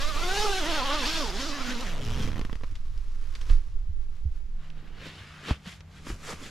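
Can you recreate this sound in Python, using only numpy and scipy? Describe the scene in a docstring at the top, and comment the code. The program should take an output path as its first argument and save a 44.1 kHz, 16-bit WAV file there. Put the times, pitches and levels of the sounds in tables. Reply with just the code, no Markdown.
"""A tent door zip buzzes open close to the microphone: the slider runs over the teeth, slows and ends
in single clicks. The door cloth brushes past; wind, handling and soft bumps rumble in the microphone
ports over a faint outdoor hush. Then, with a low hum in the distance, a shoe is tugged onto a foot,
pops home and is set down among rustling clothes."""
import sys
import numpy as np
from scipy import signal
from scipy.fft import rfft, irfft, next_fast_len
from scipy.io import wavfile
from scipy.ndimage import uniform_filter1d, map_coordinates

SR = 44100
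rng = np.random.default_rng(int(sys.argv[2]) if len(sys.argv) > 2 else 0)


def generate_wav(signal):
    """Clip the signal to [-1, 1] and save it as 16-bit WAV at the path in sys.argv[1]."""
    frames = np.transpose(np.atleast_2d(signal))
    scaled = np.clip(frames, -1, 1) * 32767
    pcm = np.round(scaled).astype(np.int16)
    wavfile.write(sys.argv[1], SR, pcm)


N = 286721
TOP_HZ = 15100  # the microphone's band limit


def amp(db):
    """Decibels to gain."""
    return 10 ** (np.asarray(db) / 20)


def unit(x):
    """Scaled to rms 1."""
    return x / np.sqrt(np.mean(x ** 2) + 1e-20)


def even(x, size=2205):
    """Scaled to a running rms of 1."""
    power = np.abs(uniform_filter1d(uniform_filter1d(x * x, size), size))
    return x / np.sqrt(power + 1e-9 * np.mean(x * x))


def along(points, hz):
    """Read (f/Hz, value) points on a log frequency axis."""
    f, v = np.transpose(points)
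    return np.interp(np.log(hz + 1), np.log(f + 1), v)


def clock():
    """Time of each sample."""
    return np.arange(N) / SR


def gains(rows):
    """A gain per sample for each dB column, fading out beyond the rows."""
    s, *cols = np.transpose(rows)
    outside = np.maximum(0, np.maximum(s[0] - clock(), clock() - s[-1]))
    return [amp(np.interp(clock(), s, c)) * np.exp(-outside / 0.15) for c in cols]


def strokes(rows, shape=1.34):
    """Swells (t/s, level/dB, rise/s, fall/s) added in power; shape 1 is pointed, 2 bell-like."""
    power = 0
    for s, db, rise, fall in rows:
        t = clock() - s
        flank = np.abs(t / np.where(t < 0, rise, fall)) ** shape
        power += (amp(db) * np.exp(-np.minimum(flank, 20))) ** 2
    return np.sqrt(power)


def wobble(rate, size=N):
    """A smooth random curve, rate knots a second."""
    knots = rng.standard_normal(int(size * rate / SR) + 4)
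    return map_coordinates(knots, [np.arange(size) * rate / SR])


def filtered(x, response):
    """x times a response of frequency."""
    m = next_fast_len(x.shape[-1] + 8192, True)
    return irfft(rfft(x, m) * response(np.fft.rfftfreq(m, 1 / SR)), m)[..., :x.shape[-1]]


def noise(spectrum):
    """Coloured noise of rms 1."""
    return unit(filtered(rng.standard_normal(N), lambda hz: amp(along(spectrum, hz))))


def struck(x, spectrum, size=2048):
    """x through a causal (minimum-phase) body with this spectrum."""
    cepstrum = irfft(np.log(amp(along(spectrum, np.fft.rfftfreq(size, 1 / SR)))))
    cepstrum[1:size // 2] *= 2
    cepstrum[size // 2 + 1:] = 0
    return signal.oaconvolve(x, irfft(np.exp(rfft(cepstrum))))[:len(x)]


def resonate(x, modes):
    """x through (f/Hz, width/Hz, level/dB) resonances."""
    return filtered(x, lambda f: sum((-1) ** k * amp(db) * 1j * f * w / (c * c - f * f + 1j * f * w)
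                                     for k, (c, w, db) in enumerate(modes)))


def grainy(spectrum, grain_db, rate):
    """Friction noise of rms 1: threads catch and let go rate times a second."""
    return unit(struck(rng.standard_normal(N) * amp(grain_db * wobble(rate)), spectrum))


def around(spectrum, hz):
    """A spectrum narrowed towards hz."""
    return [(f, db - 2.4 * np.log2(f / hz) ** 2) for f, db in spectrum]


def tinted(x, rows, octaves, folds_db=1.9):
    """Lift a gliding band of (t/s, f/Hz, lift/dB) rows; shifting folds add chance colour."""
    hz, s, z = signal.stft(x, SR, nperseg=512)
    at, centre, lift_db = np.transpose(rows)
    folds = uniform_filter1d(uniform_filter1d(rng.standard_normal(z.shape), 3, axis=0), 8, axis=1)
    band = np.exp(-(np.log2((hz[:, None] + 1) / np.interp(s, at, centre)) / octaves) ** 2)
    colour_db = np.interp(s, at, lift_db) * band + folds_db * unit(folds)
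    return signal.istft(z * amp(colour_db), nperseg=512)[1][:N]


def add(track, s, sound):
    """Mix a sound in at time s."""
    part = track[round(s * SR):][:len(sound)]
    part += sound[:len(part)]


# open air around the tent: f/Hz, level/dB (table levels are relative throughout)
HUSH = [(76, -57), (130, -11.5), (152, -8), (205, -11), (311, -20.5), (542, -25.5), (856, -26), (2980, -31),
        (5200, -34.5), (7140, -38), (9430, -50), (11700, -42.5), (14900, -60)]
def outdoor_hush():
    """Faint, wide air: part is common to both channels, part is each one's own."""
    return amp(-65) * (noise(HUSH) + 1.19 * np.array([noise(HUSH), noise(HUSH)]))


# tones of the hum, and the noise around them: f/Hz, level/dB
HUM = [(91.5, -53), (150.7, -52), (188.4, -59.5)]
DRONE = [(30, 1.5), (80, 12.5), (125, -24), (185, -8), (260, -5), (350, -15), (700, -16), (2000, -21),
         (8000, -50)]
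def distant_hum():
    """Far off, low tones waver in a bed of noise, fading in at 4.4 s."""
    tones = sum(amp(db + 2.5 * wobble(9.9)) * np.sin(2 * np.pi * hz * clock() + 2 * wobble(13))
                for hz, db in HUM)
    return (tones + amp(-53.5) * noise(DRONE)) * np.clip((clock() - 4.4) / 0.24, 0, 1)


# strength of the wind, and of handling as the microphone is carried out: t/s, level/dB
WIND = [(0, -28.5), (1.5, -35), (2.2, -31), (3.4, -32), (3.8, -29), (4.55, -35), (5, -43.5), (5.2, -76),
        (5.9, -79), (6.05, -48), (6.5, -50.5)]
CARRY = [(1.95, -56), (2.12, -35), (2.6, -43.5), (4.3, -66), (4.6, -70)]
# their spectra: f/Hz, level/dB
WIND_RUMBLE = [(8, -5), (14, 5), (22, 3), (30, -23.5), (45, -9.5), (65, -26.5), (90, -26), (130, -43),
               (200, -59), (300, -117)]
HANDLING = [(20, -24), (40, -5), (65, 21), (90, 8.5), (120, 2), (200, -34), (400, -83)]
def microphone_rumble():
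    """Wind and handling right on the microphone ports, stronger on the right."""
    ports = amp([[-3], [2]])
    gusts = even(noise(WIND_RUMBLE), size=4410) * ports
    gusts += 0.27 * np.array([noise(WIND_RUMBLE), noise(WIND_RUMBLE)])
    handling = gains(CARRY)[0] * even(noise(HANDLING)) * ports
    return amp(3) * gains(WIND)[0] * gusts + handling


# blows to the microphone and of the shoe: t/s, level/dB, f/Hz, t60/s, rise/s
BUMPS = [(2.718, -40.5, 288, 0.044, 0.0034), (3.484, -1, 23.6, 0.29, 0.028), (3.501, -19, 61.6, 0.3, 0.002),
         (3.886, -18, 69, 0.13, 0.0094), (4.25, -10.5, 66.6, 0.13, 0.0091),
         (4.25, -42.5, 258, 0.035, 0.0019), (4.294, -19.5, 29.1, 0.29, 0.024),
         (4.493, -15.5, 23.5, 0.22, 0.031), (5.208, -30.5, 88, 0.073, 0.0039),
         (5.509, -8, 64.4, 0.063, 0.0038), (5.508, -20, 800, 0.0044, .0006),
         (5.511, -21, 234, 0.025, 0.00068), (5.667, -18.5, 178.4, 0.046, 0.0089),
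         (6.098, -25.5, 40.6, 0.24, 0.0053), (6.125, -25.5, 85, 0.07, 0.0032)]
def bumps():
    """Each soft blow swings a few cycles of a dying tone."""
    out, t = np.zeros(N), np.arange(SR // 2) / SR
    for s, db, hz, t60, rise in BUMPS:
        onset = 1 - np.exp(-(t / rise) ** 2)
        add(out, s, amp(db - 60 * t / t60) * onset * np.sin(2 * np.pi * hz * t))
    return out


# knocks of the shoe: t/s, level/dB
KNOCKS = [(5.485, -31), (5.508, -18.5), (6.068, -31.5), (6.101, -29), (6.298, -32), (6.328, -29.5)]
# body of the sole: f/Hz, level/dB
SOLE = [(60, -42), (140, 6), (350, -3.5), (600, -10), (1100, -12.5), (2000, -15), (4500, -29),
        (12000, -56.5)]
def shoe_knocks(grit=0.18):
    """The sole knocks dully: one push, then a short crunch."""
    out, t = np.zeros(N), np.arange(SR // 2) / SR
    for s, db in KNOCKS:
        crunch = grit * rng.standard_normal(len(t)) * amp(-60 * t / 0.039)
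        knock = struck((t == 0) + crunch, SOLE)
        add(out, s, amp(db) * knock / np.abs(knock).max())
    return out


# door cloth, then a sleeve: t/s, level/dB, rise/s, fall/s
BRUSHES = [(2.22, -41.5, 0.054, 0.085), (2.38, -54, 0.078, 0.39), (2.97, -59, 0.93, 0.14),
           (3.42, -51, 0.34, 0.23), (3.51, -44, 0.031, 0.041), (4.02, -63, .02, .05),
           (4.16, -62, 0.078, 0.089), (4.37, -60.5, 0.071, 0.04)]
# sliding nylon: f/Hz, level/dB
NYLON = [(150, -8), (280, 1), (500, -2), (800, -8.5), (1100, 1.5), (1900, -4), (3500, -6.5), (5300, -7),
         (8500, -16.5), (12000, -22), (15000, -32)]
def cloth_brush():
    """Cloth slides past the microphone in swells of friction noise."""
    return amp(-3.5) * strokes(BRUSHES) * grainy(NYLON, grain_db=2, rate=220)


# strokes of sock, shoe and trousers: t/s, swish/dB, rise/s, fall/s, scuff/dB, hiss/dB, brightest f/Hz
RUBS = [(4.645, -57.5, 0.055, 0.071, -70, -70, 1490), (4.78, -58.5, 0.041, 0.055, -58.5, -74, 1500),
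        (4.875, -58, 0.052, 0.044, -52.5, -74, 1960), (5.025, -50.5, 0.08, 0.022, -48.5, -73, 1800),
        (5.07, -44.5, 0.058, 0.048, -46.5, -55.5, 3160), (5.19, -49.5, 0.15, 0.17, -58, -61, 2340),
        (5.37, -51, 0.13, 0.12, -66, -63.5, 1400), (5.495, -37.5, 0.047, 0.042, -39.5, -48.5, 2360),
        (5.679, -45, 0.022, 0.038, -61, -54, 2600), (5.725, -50.5, 0.075, 0.046, -75, -55, 2760),
        (5.975, -55, 0.063, 0.065, -58, -61.5, 2430), (6.095, -45, 0.04, 0.049, -41, -47, 1710),
        (6.305, -40, 0.064, 0.04, -41.5, -42.5, 1100), (6.45, -46, 0.072, 0.077, -47, -49.5, 2120)]
# low, middle and high part of a rub: f/Hz, level/dB
SCUFF = [(70, -23), (130, 2), (280, 3), (550, -2.5), (1000, -17), (1400, -19), (2500, -38)]
SWISH = [(450, -8), (650, -1), (880, -4), (1200, 3), (1750, 0), (2450, -0.5), (3200, 0), (5200, -7),
         (8000, -40), (12000, -62)]
HISS = [(2940, -16.5), (5000, -5), (7270, -6), (8840, -14), (10100, -13), (13800, -26), (14600, -49),
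        (14900, -47)]
def shoe_rubs(lift_db=5):
    """As the shoe is tugged on, each rub gives a low scuff, a swish and a hiss."""
    s, swish_db, rise, fall, scuff_db, hiss_db, hz = np.transpose(RUBS)
    scuff, swish, hiss = (strokes(zip(s, db, rise, fall)) for db in (scuff_db, swish_db, hiss_db))
    bright = [(at, centre, lift_db) for at, centre in zip(s, hz)]
    scuff *= amp(-3) * grainy(SCUFF, grain_db=3.5, rate=300)
    swish *= even(tinted(grainy(SWISH, grain_db=1.5, rate=610), bright, octaves=1))
    hiss *= amp(-1.5) * grainy(HISS, grain_db=1.5, rate=450)
    return scuff + swish + hiss


# brief sounds of zip, cloth and shoe: t/s, level/dB, centre f/Hz, t60/s
SHIVERS = [(1.704, -33, 4860, 0.029), (1.808, -35.5, 9000, 0.035), (2.754, -44, 3720, 0.046),
           (2.977, -51.5, 7000, 0.02), (3.352, -40.5, 3980, 0.055), (3.413, -42, 4200, 0.053),
           (3.498, -35, 1940, 0.03), (4.702, -45, 3200, 0.014), (5.482, -35.5, 1910, 0.18),
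           (5.493, -35, 950, 0.046), (5.508, -23, 900, 0.02), (5.657, -43.5, 1790, 0.069),
           (5.806, -44.5, 2620, 0.029), (6.066, -41, 1600, 0.041), (6.287, -38, 820, 0.17),
           (6.33, -39, 1100, 0.042)]
# their shared body: f/Hz, level/dB
SHIVER_BODY = [(200, 3), (450, 20), (750, -4), (1100, 6), (1500, 3), (1900, -0.5), (2500, -1.5), (3200, -1),
               (4300, -2.5), (6000, -7), (9000, -17.5), (15000, -28)]
def snags_and_pops():
    """The slider snags, pullers and cloth flick, the shoe scrapes, squeaks and pops: shivers of noise."""
    out, t = np.zeros(N), np.arange(SR // 6) / SR
    for s, db, hz, t60 in SHIVERS:
        shiver = unit(struck(rng.standard_normal(len(t)), around(SHIVER_BODY, hz)))
        add(out, s, amp(db - 60 * t / t60) * shiver)
    return out


# the zip's last teeth: t/s, crack/dB, centre f/Hz, thud/dB
LAST_TEETH = [(2.2752, -32, 1504, -30), (2.2874, -37, 1500, -33.5), (2.3, -47, 1710, -33),
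              (2.3171, -35, 1302, -37), (2.3304, -35, 1200, -35), (2.343, -39, 1400, -36),
              (2.3585, -33, 1300, -33), (2.368, -33, 1300, -35), (2.38, -34, 1700, -30),
              (2.3935, -33, 1810, -26), (2.4132, -30, 1290, -30), (2.45, -33, 1860, -30),
              (2.496, -35, 1020, -35.5), (2.529, -32.5, 1060, -31), (2.555, -37, 1670, -40),
              (2.61, -39.5, 1000, -46), (2.635, -32, 1050, -35), (2.642, -38, 1010, -43)]
# a tooth's crack, and its tug on the cloth: f/Hz, level/dB
CRACK = [(200, 7), (320, -4), (430, 13.5), (750, -6), (1050, 4.5), (1450, -3), (1900, 1), (2500, -3),
         (3100, -1), (4200, -4), (6000, -3), (9000, -11), (12000, -5), (15000, -24)]
THUD = [(30, -10), (110, 2.5), (260, 0.5), (450, -11.5), (900, -20), (3000, -47)]
def last_teeth(crack_t60=0.014, tail_t60=0.065, tail_db=-16):
    """Teeth let go one by one: a crack, a short shiver and a thud of the cloth."""
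    out, t = np.zeros(N), np.arange(SR // 6) / SR
    decay = amp(-60 * t / crack_t60) + amp(tail_db - 60 * t / tail_t60)
    thud = struck(-1. * (t == 0), THUD)
    for s, db, hz, thud_db in LAST_TEETH:
        crack = struck(rng.standard_normal(len(t)) * decay, around(CRACK, hz))
        add(out, s, amp(db + 15.5) * crack / np.linalg.norm(crack))
        add(out, s, amp(thud_db + 3.5) * thud / np.abs(thud).max())
    return out


# two tugs on the door: t/s, level/dB, rise/s, fall/s
TUGS = [(2.08, -37.5, 0.11, 0.17), (2.23, -31.5, 0.062, 0.061)]
# door cloth modes: f/Hz, width/Hz, level/dB
DOOR_MODES = [(106.9, 29.9, 4.5), (158.8, 15, 6), (210, 42.6, 0), (286, 52, -2), (414, 21.9, -3.5),
              (507, 18, -11)]
def slack_door(kicks, bursts, stop_s):
    """The teeth drum the loosened door until the slider's run ends."""
    drum = even(resonate(kicks + 0.037 * bursts * rng.standard_normal(N), DOOR_MODES))
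    return drum * strokes(TUGS) * np.clip((stop_s - clock()) / 0.018 + 1, 0, 1)


# rattles of the tab: t/s, level/dB, rise/s, fall/s
RATTLES = [(2.055, -50, .025, 0.026), (2.135, -45.5, .015, .02), (2.235, -46.5, 0.047, 0.035)]
# its modes: f/Hz, width/Hz, level/dB
TAB_MODES = [(3170, 83, 0), (5000, 176, -11), (5785, 250, -7)]
def pull_tab(grit):
    """The pull tab rattles on slow teeth."""
    return strokes(RATTLES) * even(resonate(grit, TAB_MODES))


# the tape's four lowest partials: t/s, then level/dB of each
BUZZ = [(0.0, -51, -45.5, -62, -46.5), (0.09, -57, -44, -74, -40), (0.19, -52, -57, -60, -40),
        (0.25, -40.5, -41, -45, -38), (0.39, -36.5, -34, -48, -38.5), (0.45, -31.5, -33.5, -33, -49.5),
        (0.58, -39.0, -38.5, -51, -33), (0.65, -38.5, -38, -42.5, -50), (0.71, -38, -36, -38, -41),
        (0.85, -47.5, -43.5, -43.5, -35), (0.93, -40, -38.0, -38, -37), (1.03, -39, -41.5, -51, -37),
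        (1.13, -43.5, -54.5, -46, -49), (1.22, -37.5, -36.5, -50, -45), (1.27, -52, -46, -61.5, -42),
        (1.34, -48.0, -41.5, -56.0, -59), (1.4, -39, -49.5, -54, -45), (1.49, -40.5, -43.5, -70, -46),
        (1.61, -42.5, -60, -70, -46.5), (1.71, -38, -50.5, -80, -58), (1.8, -43.5, -45, -51, -45.5),
        (1.89, -47, -59, -52, -53.5), (1.95, -42.5, -50.5, -69.0, -48)]
def tape_buzz(teeth, steady, waver_db=2.4, swell_db=0.7, shake_rad=0.52):
    """The tape buzzes at the tooth rate, shakier in higher partials and where the pull is uneven."""
    out = np.zeros(N)
    for k, level in enumerate(gains(BUZZ), 1):
        waver = unit(amp(waver_db * wobble(140) + swell_db * k * wobble(40)))
        shake = shake_rad * k * (1 - steady) * wobble(110)
        out += np.sqrt(2) * level * waver * np.cos(2 * np.pi * k * teeth + shake)
    return out


# rasp of the teeth: f/Hz, level/dB
RASP = [(1200, -21.5), (2000, -6), (2550, 0), (3200, 1.5), (4200, -2.5), (5300, -1.5), (6900, -5),
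        (8300, -13), (10000, -13.5), (11000, -19.5), (12100, -15.5), (15000, -34)]
# the slider's gliding band: t/s, f/Hz, lift/dB
SLIDER_BAND = [(0, 3600, 2), (.5, 4050, -2), (.75, 3220, 5), (.95, 3780, 8.5), (1.12, 4310, 4.5),
               (1.45, 4772, 6.5), (1.75, 4560, 4), (1.9, 2657, 1), (2.1, 2940, 6), (2.3, 2940, 7)]
def slider_rasp(bursts):
    """Each tooth scrapes through the slider in a bright burst of noise."""
    return even(tinted(struck(bursts * rng.standard_normal(N), RASP), SLIDER_BAND, octaves=0.55))


def teeth_ring(teeth, rate, spectrum, reach_hz, waver_db, smear):
    """Upper partials of the tooth rate swell, fade and wander as the slider travels along the cloth."""
    out = np.zeros(len(teeth))
    for k in range(5, 21):
        swing, drift = wobble(24, len(teeth)), wobble(70, len(teeth))
        level = amp(along(spectrum, k * rate) + waver_db * swing)
        level /= np.sqrt(1 + (k * rate / reach_hz) ** 4)
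        phase = 2 * np.pi * k * teeth + smear * np.sqrt(k) * drift + rng.uniform(0, 2 * np.pi)
        out += level * np.cos(phase)
    return even(np.pad(out, (0, N - len(teeth))))  # silent once the teeth come singly


# the slider's speed: t/s, tooth rate/Hz
SPEED = [(0, 272), (0.093, 313), (0.129, 280), (0.18, 308), (0.21, 349), (0.3, 376), (0.412, 419),
         (0.471, 420), (0.54, 387), (0.596, 377), (0.615, 308), (0.64, 288), (0.685, 338), (0.72, 317),
         (0.78, 286), (0.824, 244), (0.86, 272), (0.885, 253), (0.93, 305), (0.985, 300), (1.042, 227),
         (1.08, 315), (1.172, 327), (1.25, 240), (1.318, 167), (1.356, 198), (1.416, 272), (1.445, 262),
         (1.472, 342), (1.499, 298), (1.552, 284), (1.644, 243), (1.709, 250), (1.764, 236), (1.819, 262),
         (1.872, 187), (1.96, 153), (2.069, 109), (2.222, 139), (2.31, 96)]
# evenness of the pull: t/s, tonal share (0-1)
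STEADY = [(0, 0.7), (.4, 0.57), (.95, 0.55), (1.08, 0.35), (1.45, 0.63), (1.75, 0.3), (2.1, 0.1)]
# strength of the zip's layers: t/s, tape rubbing/dB, chatter/dB, rasp/dB
PULL = [(0.0, -42.5, -38.5, -36.5), (0.14, -44.5, -45, -40.5), (0.17, -36, -39.5, -38.5),
        (0.31, -40, -43, -35), (0.39, -39, -38.5, -32.5), (0.51, -41.5, -48, -35), (0.57, -47, -36.5, -33),
        (0.63, -38, -39.5, -36), (0.77, -39.5, -34.5, -33.5), (0.83, -45, -37.5, -35.5),
        (0.9, -40, -34.5, -33), (0.96, -46, -37.5, -34.5), (1.07, -39.0, -36.5, -31),
        (1.16, -40, -38.5, -32), (1.33, -39, -46.5, -40.5), (1.4, -44, -38.5, -36.5),
        (1.47, -42.5, -43.5, -37), (1.58, -41, -39.5, -42), (1.71, -41.5, -37, -39.5),
        (1.77, -45.5, -45.5, -43), (1.87, -46, -42, -44), (1.97, -44.0, -48.5, -48.5),
        (2.05, -49, -49, -45), (2.11, -41, -49.5, -44.5), (2.24, -49, -46.0, -45.5),
        (2.26, -47, -47.5, -49), (2.31, -47, -57, -56)]
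# the tape's rubbing, the teeth's chatter and their whine at top speed: f/Hz, level/dB
TAPE = [(60, -4.5), (150, 1.5), (300, -2.5), (500, -3.5), (1050, 2.5), (1400, 2.5), (2200, -20),
        (6000, -34.5)]
CHATTER = [(800, -16.5), (1200, 0), (1450, 2), (1900, -1), (2400, -5.5), (3200, -9.5), (5200, -22.5),
           (15000, -52)]
WHINE = [(1700, -18), (2400, -2), (3000, -3), (3700, 2.5), (5200, -3), (7000, -22), (8500, -19)]
def zipper(stutter=0.025, tooth_s=0.0025, catch_db=0.73, catch_hz=32):
    """Close up, each tooth snaps out of the slider with a click and a rasp, shaking tape, door and tab."""
    steady = np.clip(np.interp(clock(), *np.transpose(STEADY)), 0, 1)
    rate = np.interp(clock(), *np.transpose(SPEED)) * np.exp(stutter * wobble(55))
    speed = rate / rate.max()
    teeth = np.cumsum(rate) / SR  # teeth passed so far
    stop_s = SPEED[-1][0]
    end = int(stop_s * SR)
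    tooth = np.arange(1, int(teeth[end]) + 1)
    slip, size_db, tug = rng.standard_normal((len(tooth), 3)).T
    # a slack, slow zip lets its teeth go unevenly
    scatter = 0.03 + 0.09 * (1 - np.interp(tooth, teeth, steady)) ** 3
    at = np.interp(tooth + scatter * slip, teeth, np.arange(N)).astype(int)
    snaps = np.bincount(at, amp(size_db), N)
    # steady rubbing fills the gaps between teeth only at speed
    bursts = signal.lfilter([1], [1, -np.exp(-1 / (tooth_s * SR))], snaps) + speed ** 1.8

    ring = teeth_ring(teeth[:end], rate[:end], CHATTER, reach_hz=2200, waver_db=7, smear=0.52)
    whine = teeth_ring(teeth[:end], rate[:end], WHINE, reach_hz=TOP_HZ, waver_db=5.5, smear=0.36)
    grit = snaps + 0.27 * bursts * rng.standard_normal(N)
    clicks = even(struck(grit, CHATTER))
    tape, chatter, rasp = gains(PULL)
    tape *= amp(-2) * even(struck(grit, TAPE))
    # an even pull rings, an uneven one clicks
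    chatter *= amp(-0.5) * np.sqrt(steady) * ring + amp(-0.7) * np.sqrt(1 - steady) * clicks
    sung = amp(-2.8) * speed ** 1.2  # at speed, part of the rasp turns to a whine
    rasp *= amp(-1.07) * np.sqrt(1 - 0.5 * sung ** 2) * slider_rasp(bursts) + sung * whine
    door = slack_door(snaps + 0.52 * np.bincount(at, tug, N), bursts, stop_s)
    buzz = tape_buzz(teeth, steady)
    catch = amp(catch_db * wobble(catch_hz))  # the slider catches and frees
    return buzz + catch * (tape + chatter + rasp) + door + pull_tab(grit)


# stereo image at the microphone: f/Hz, left-right likeness (0-1)
LIKENESS = [(30, 0.98), (250, 0.99), (600, 0.94), (1100, 0.91), (2500, 0.75), (5000, 0.84), (9000, 0.75),
            (12500, 0.32)]
def tent_walls(x, size=2048):
    """The swaying tent walls scatter the sound differently to each side, most in the treble."""
    t = np.arange(size) / SR
    scatter = rfft(rng.standard_normal((2, size)) * np.exp(-t / 0.008) * (t > 0.002))
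    scatter /= np.sqrt(uniform_filter1d(np.abs(scatter) ** 2, size=9))
    first, second = signal.oaconvolve(x[None], irfft(scatter), axes=1)[:, :N]
    sway = 2 * wobble(5)
    scattered = first * np.cos(sway) + second * np.sin(sway)
    alike = lambda hz: np.clip(along(LIKENESS, hz), 0, 1)
    side = filtered(scattered, lambda hz: np.sqrt((1 - alike(hz)) / (1 + alike(hz))))
    return np.array([x + side, x - side])


def scene():
    """A stereo microphone at the tent door; the early bumps shake its right port more."""
    close = tent_walls(zipper() + last_teeth() + snags_and_pops() + cloth_brush() + shoe_rubs())
    lean = 0.27 * (clock() < 4.5)
    blows = (bumps() + shoe_knocks()) * np.array([1 - lean, 1 + lean])
    return close + blows + microphone_rumble() + outdoor_hush() + distant_hum()


def record(dry):
    """The microphone keeps nothing above its band limit."""
    return filtered(dry, lambda hz: hz < TOP_HZ)


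dry = scene()
out = record(dry)
generate_wav(out)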